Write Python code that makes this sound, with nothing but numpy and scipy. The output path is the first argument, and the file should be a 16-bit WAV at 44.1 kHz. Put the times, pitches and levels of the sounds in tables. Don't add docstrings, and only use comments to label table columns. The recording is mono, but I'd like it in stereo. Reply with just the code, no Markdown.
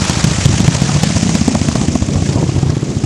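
import sys
import numpy as np
from scipy import signal
from scipy.fft import rfft, irfft
from scipy.io import wavfile
from scipy.ndimage import uniform_filter1d

SR = 44100
rng = np.random.default_rng(int(sys.argv[2]) if len(sys.argv) > 2 else 0)


def wrap_up_sound(samples):
    columns = np.atleast_2d(samples).T
    tamed = np.clip(columns, -1, 1)
    steps = np.round(tamed * 32767).astype(np.int16)
    wavfile.write(sys.argv[1], SR, steps)


N = 134505

# (time [s], thump centre frequency [Hz],
# upper mode level re thump [dB], hum centre frequency [Hz], hum level [dB], hold of a 0 dB thump [s])
PIPE_COURSE = [(0, 165, -9, 121.7, -24.5, .003), (.7, 140, -11, 126, -25, .0055),
               (.82, 160.3, -13, 134, -16.5, .002), (1.2, 187, -17, 170, -18, .002),
               (1.5, 214.8, -27, 150, -22, .002), (1.95, 235, -14.5, 152, -22, .003),
               (2.25, 131, -4, 140, -26, .016), (3.05, 128.7, -5, 142, -29, .016)]
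# (time [s], rumble level [dB], hiss level [dB], hiss hollowness [0-1])
BED_COURSE = [(0, -22, -20.5, 0.07), (.6, -18.5, -19, 0.21), (.9, -19, -20.5, 0.16), (1.2, -17, -16, 0.35),
              (1.5, -16.5, -16.5, 0.43), (1.8, -16, -14.5, 0.6), (2.1, -16, -24, 0.33),
              (2.4, -15.5, -22.5, 0.34), (2.7, -19.5, -34, 0), (3.05, -24, -27, 0.31)]
# (frequency [Hz], level [dB])
FULL_SPECTRUM = [(200, -47), (500, 7.5), (1000, 8.5), (2200, 2.5), (4000, 2.5), (6300, 4), (7500, 2.5),
                 (9500, -11), (11000, -12), (12500, -47)]
BEAT_LEAD_S = .008


def amp(db):
    return 10 ** (np.asarray(db) / 20)


def evened(x):
    return x / np.sqrt(np.mean(x ** 2) + 1e-20)


def read(points, hz):
    f, value = np.transpose(points)
    return np.interp(np.log(hz + 1), np.log(f + 1), value)


def column(table, k, t):
    rows = np.array(table)
    return np.interp(t, rows[:, 0], rows[:, k])


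def add(mix, s, sound):
    at = max(round(s * SR), 0)
    part = mix[at:at + len(sound)]
    part += sound[:len(part)]


def coloured(x, points):
    gain = amp(read(points, np.fft.rfftfreq(x.shape[-1], 1 / SR)))
    return irfft(rfft(x) * gain, x.shape[-1])


def noise(db_field, size, patchy_db, flicker_db):
    # (frequency [Hz], correlation [0-1])
    likeness = [(60, 0.95), (300, 0.46), (1400, .3), (6400, 0.059)]
    # (frequency [Hz], left minus right level [dB])
    balance = [(300, -1.9), (2800, 5.5), (9000, -2)]
    hop = size // 4
    frames, hz = N // hop + 5, np.fft.rfftfreq(size, 1 / SR)
    a, b, c, d, patches = rng.standard_normal((frames, len(hz), 5)).T
    patches = uniform_filter1d(patches, size=6, axis=0)
    patches = evened(uniform_filter1d(patches, size=8, axis=1))
    flicker = evened(uniform_filter1d(rng.standard_normal(frames), size=5))

    same = np.clip(read(likeness, hz), -1, 1)[:, None]
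    lean = amp(read(balance, hz) / 2)[:, None]
    common, separate = a + 1j * b, c + 1j * d
    left = common * lean
    right = (same * common + np.sqrt(1 - same ** 2) * separate) / lean
    level_db = db_field(hz, np.arange(frames) * size / 4 / SR)
    spectra = np.array([left, right]) * amp(level_db + patchy_db * patches + flicker_db * flicker)
    return evened(signal.istft(spectra, nperseg=size, noverlap=size * 3 // 4)[1][:, :N])


def hum():
    t = np.arange(N) / SR
    waver = evened(uniform_filter1d(rng.standard_normal((2, N)), size=1500))
    hz = column(PIPE_COURSE, 3, t) * (1 + .015 * waver[0])
    level_db = column(PIPE_COURSE, 4, t) + 2.7 * waver[1]
    return amp(level_db) * np.sin(2 * np.pi * np.cumsum(hz) / SR)


def rumble():
    # (frequency [Hz], level [dB])
    low_spectrum = [(40, -32), (70, -0.5), (140, 3.5), (230, -3.5), (330, -9), (600, -17), (1200, -23.5),
                    (3000, -98)]

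    def field(hz, t):
        return read(low_spectrum, hz)[:, None] + 0 * t

    bed = noise(field, size=1024, patchy_db=1.5, flicker_db=4.5)
    return amp(column(BED_COURSE, 1, np.arange(N) / SR)) * bed


def hiss():
    # (frequency [Hz], level [dB])
    hollow_spectrum = [(500, -16), (1000, -49), (2200, -22), (4000, -28), (6300, -13.5), (9500, -28),
                       (11000, -65)]
    grit_per_s, grit_db = 420, -13

    def field(hz, t):
        hollow = np.clip(column(BED_COURSE, 3, t), 0, 1)
        full_part = read(FULL_SPECTRUM, hz)[:, None] * (1 - hollow)
        return full_part + read(hollow_spectrum, hz)[:, None] * hollow

    wash = noise(field, size=256, patchy_db=1.78, flicker_db=2.0)
    snap_sizes = amp(1.9 * np.minimum(rng.exponential(1, N), 5))
    snaps = snap_sizes * (rng.random(N) < grit_per_s / SR)
    bursts = uniform_filter1d(snaps, size=60) * rng.standard_normal((2, N))
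    grit = evened(coloured(bursts, FULL_SPECTRUM))
    return amp(column(BED_COURSE, 2, np.arange(N) / SR)) * (wash + amp(grit_db) * grit)


def ring(t, hz, db, t60, hold_s=.002):
    rise = np.exp(-.5 * (np.minimum(t, 0) / .002) ** 2)
    decay = amp(db - 60 * np.maximum(t - hold_s, 0) / t60)
    return -rise * decay * np.cos(2 * np.pi * hz * t)


def beat(s, thump_db, boom_db, rasp_db, luck):
    t = np.arange(-BEAT_LEAD_S, .2, 1 / SR)
    hold_s = column(PIPE_COURSE, 5, s) * amp(thump_db)
    thump_hz = column(PIPE_COURSE, 1, s) * (1 + .05 * luck[0])
    thump = ring(t, thump_hz, thump_db, .025, hold_s)
    boom = ring(t, 88, boom_db, .075)
    upper = ring(t, 322, thump_db + column(PIPE_COURSE, 2, s), .02)

    late_t = t - .002
    shift = 1 + .12 * luck[1]
    rasp = ring(late_t, 673 * shift, rasp_db, .01) + ring(late_t, 1076 * shift, rasp_db - 6, .01)
    return thump + boom + upper, rasp


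def cracks(count):
    n = np.arange(1024)
    bursts = coloured(rng.standard_normal((count, 3, 1024)), FULL_SPECTRUM)
    stereo = evened(bursts[:, :2] + bursts[:, 2:])
    attack = np.minimum(n / 20, 1)
    return stereo * amp(-60 * n / SR / .023) * attack


def diffuse_tail(direct):
    t60, same = .35, .6
    t = np.arange(SR // 2) / SR
    taps = rng.standard_normal((3, len(t))) * amp(-60 * t / t60) * (t > .02)
    taps = np.sqrt(same) * taps[2] + np.sqrt(1 - same) * taps[:2]
    return signal.fftconvolve(direct[None], taps / np.linalg.norm(taps[0]), axes=1)[:, :N]


def exhaust():
    # (time [s], thump level [dB], boom level [dB], rasp level [dB], crack level [dB])
    firings = [(0.021, -8.5, -8.5, -38, -14), (0.0989, -5, -12, -24, -6), (0.173, -8, -8.5, -38, -36),
               (0.2445, 1.5, -7, -24, -4), (0.3159, -7, -9, -24, -15), (0.3869, -7.5, -8.5, -24, -28),
               (0.4586, 4, -3, -20, -4), (0.5386, -7, -9.5, -19, -30), (0.6055, -1, -9, -20, -9),
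               (0.6819, 4, -9, -16, -6), (0.7516, -8.5, -12, -15, -33), (0.8212, -1, -11, -17, -13),
               (0.8934, -6, -17, -16, -25), (0.9634, -6, -19, -18, -20.5), (1.0358, -0.5, -13, -10, -6.5),
               (1.1042, -4.5, -20, -19.5, -14), (1.169, -4.5, -31, -15, -26),
               (1.2306, -1.5, -13, -19, -17.5), (1.2943, -4, -33, -20.5, -10.5),
               (1.354, -1, -6.5, -17, -7.5), (1.4155, -1, -5.5, -21, -21), (1.4816, 1.5, -9, -7.5, -8.5),
               (1.5513, -5.5, -11, -12, -11.5), (1.617, -4.5, -9, -24, -13.5),
               (1.6884, -5, -5.5, -17.5, -13.5), (1.7563, -5, -10, -12.5, -11),
               (1.816, -6.5, -11, -25, -17), (1.8855, -3, -4.5, -31, -16), (1.956, -3.5, -11, -12, -17.5),
               (2.0236, -8, -4.5, -17, -17.5), (2.089, -9.5, -11, -23, -21), (2.1585, -10, -5, -21, -22.5),
               (2.224, -9.5, -8, -20.5, -21), (2.2918, -6, -13, -25, -16.5), (2.3599, -7, -12, -19, -22.5),
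               (2.4278, -8, -18, -13.5, -28), (2.492, -6.5, -18, -19, -26.5), (2.5634, -6, -13, -20, -25.5),
               (2.6318, -5, -11, -21, -20), (2.6978, -6, -17, -24, -32.5), (2.7691, -6, -30, -21, -24),
               (2.8306, -8, -37, -29, -29.5), (2.8923, -10, -32, -38, -33), (2.9684, -10, -12, -32, -40),
               (3.0398, -6.5, -29, -25, -25)]
    # (delay [s], left level [dB], right level [dB])
    echoes = [(.023, -11.5, -12.5), (0.032, -9, -13), (0.041, -10.5, -12)]
    wander_s, spread_db, fade_db_per_s = .003, 2.5, 2.5
    crack_lead_s = .0026
    direct, out = np.zeros(N), np.zeros((2, N))
    echo_luck = rng.standard_normal((len(firings), len(echoes), 2))
    puffs = cracks(len(firings))
    pitch_luck = rng.standard_normal((len(firings), 2))

    for firing, chance, puff, luck in zip(firings, echo_luck, puffs, pitch_luck):
        s, thump_db, boom_db, rasp_db, crack_db = firing
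        low, rasp = beat(s, thump_db, boom_db, rasp_db, luck)
        start = s - BEAT_LEAD_S
        add(direct, start, low)
        for side in (0, 1):
            add(out[side], start, rasp)
            add(out[side], s - crack_lead_s, amp(crack_db) * puff[side])
            for echo, (late, loud) in zip(echoes, chance):
                delay_s = echo[0] + wander_s * late
                echo_db = echo[1 + side] + spread_db * loud - fade_db_per_s * s
                add(out[side], start + delay_s, amp(echo_db) * low)

    tail_db = -9 - fade_db_per_s * np.arange(N) / SR
    return direct + out + amp(tail_db) * diffuse_tail(direct)


def wind():
    # (start [s], length [s], level [dB], port [0 left, 1 right])
    gust_list = [(1.88, .1, -15.5, 0), (2.03, .2, -14, 0), (2.22, .18, -14.5, 0), (2.4, .06, -10, 1),
                 (2.78, .27, -15, 0)]
    # (frequency [Hz], level [dB])
    buffet_spectrum = [(50, -16), (200, 6.5), (350, -1), (700, -15), (1500, -66)]
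    out = np.zeros((2, N))
    lumps = amp(2.2 * evened(uniform_filter1d(rng.standard_normal(N), size=500)))
    air = evened(lumps * coloured(rng.standard_normal(N), buffet_spectrum))
    for start, length, db, port in gust_list:
        u = np.clip((np.arange(N) / SR - start) / length, 0, 1)
        swell = np.sqrt(abs(np.sin(np.pi * u)))
        out[round(port)] += amp(db) * swell * air
    return out


def scene():
    return exhaust() + hum() + rumble() + hiss() + wind()


def limiter(x):
    threshold_db, range_db, cut_per_db = -2, 4, 1.8
    fall_s, recover_s = .0065, .008
    peak = abs(uniform_filter1d(x, size=30)).max(0)
    over_db = np.clip(20 * np.log10(peak + 1e-9) - threshold_db, 0, range_db)
    release = np.arange(N) / SR / recover_s
    held_db = np.exp(np.maximum.accumulate(np.log(over_db + 1e-9) + release) - release)
    r = np.exp(-1 / (fall_s * SR))
    smooth_db = signal.lfilter([1 - r], [1, -r], held_db)
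    smooth_db = signal.lfilter([1 - r], [1, -r], smooth_db)
    return np.clip(x / amp(cut_per_db * smooth_db), -.99, .99)


def record(dry):
    bass_cut = signal.butter(2, 50, "high", fs=SR, output="sos")
    clipped = limiter(signal.sosfiltfilt(bass_cut, dry))
    treble_edge = signal.firwin(255, 14600, window=("kaiser", 9), fs=SR)
    return np.clip(signal.oaconvolve(clipped, treble_edge[None], "same"), -1, 1)


dry = scene()
out = record(dry)
wrap_up_sound(out)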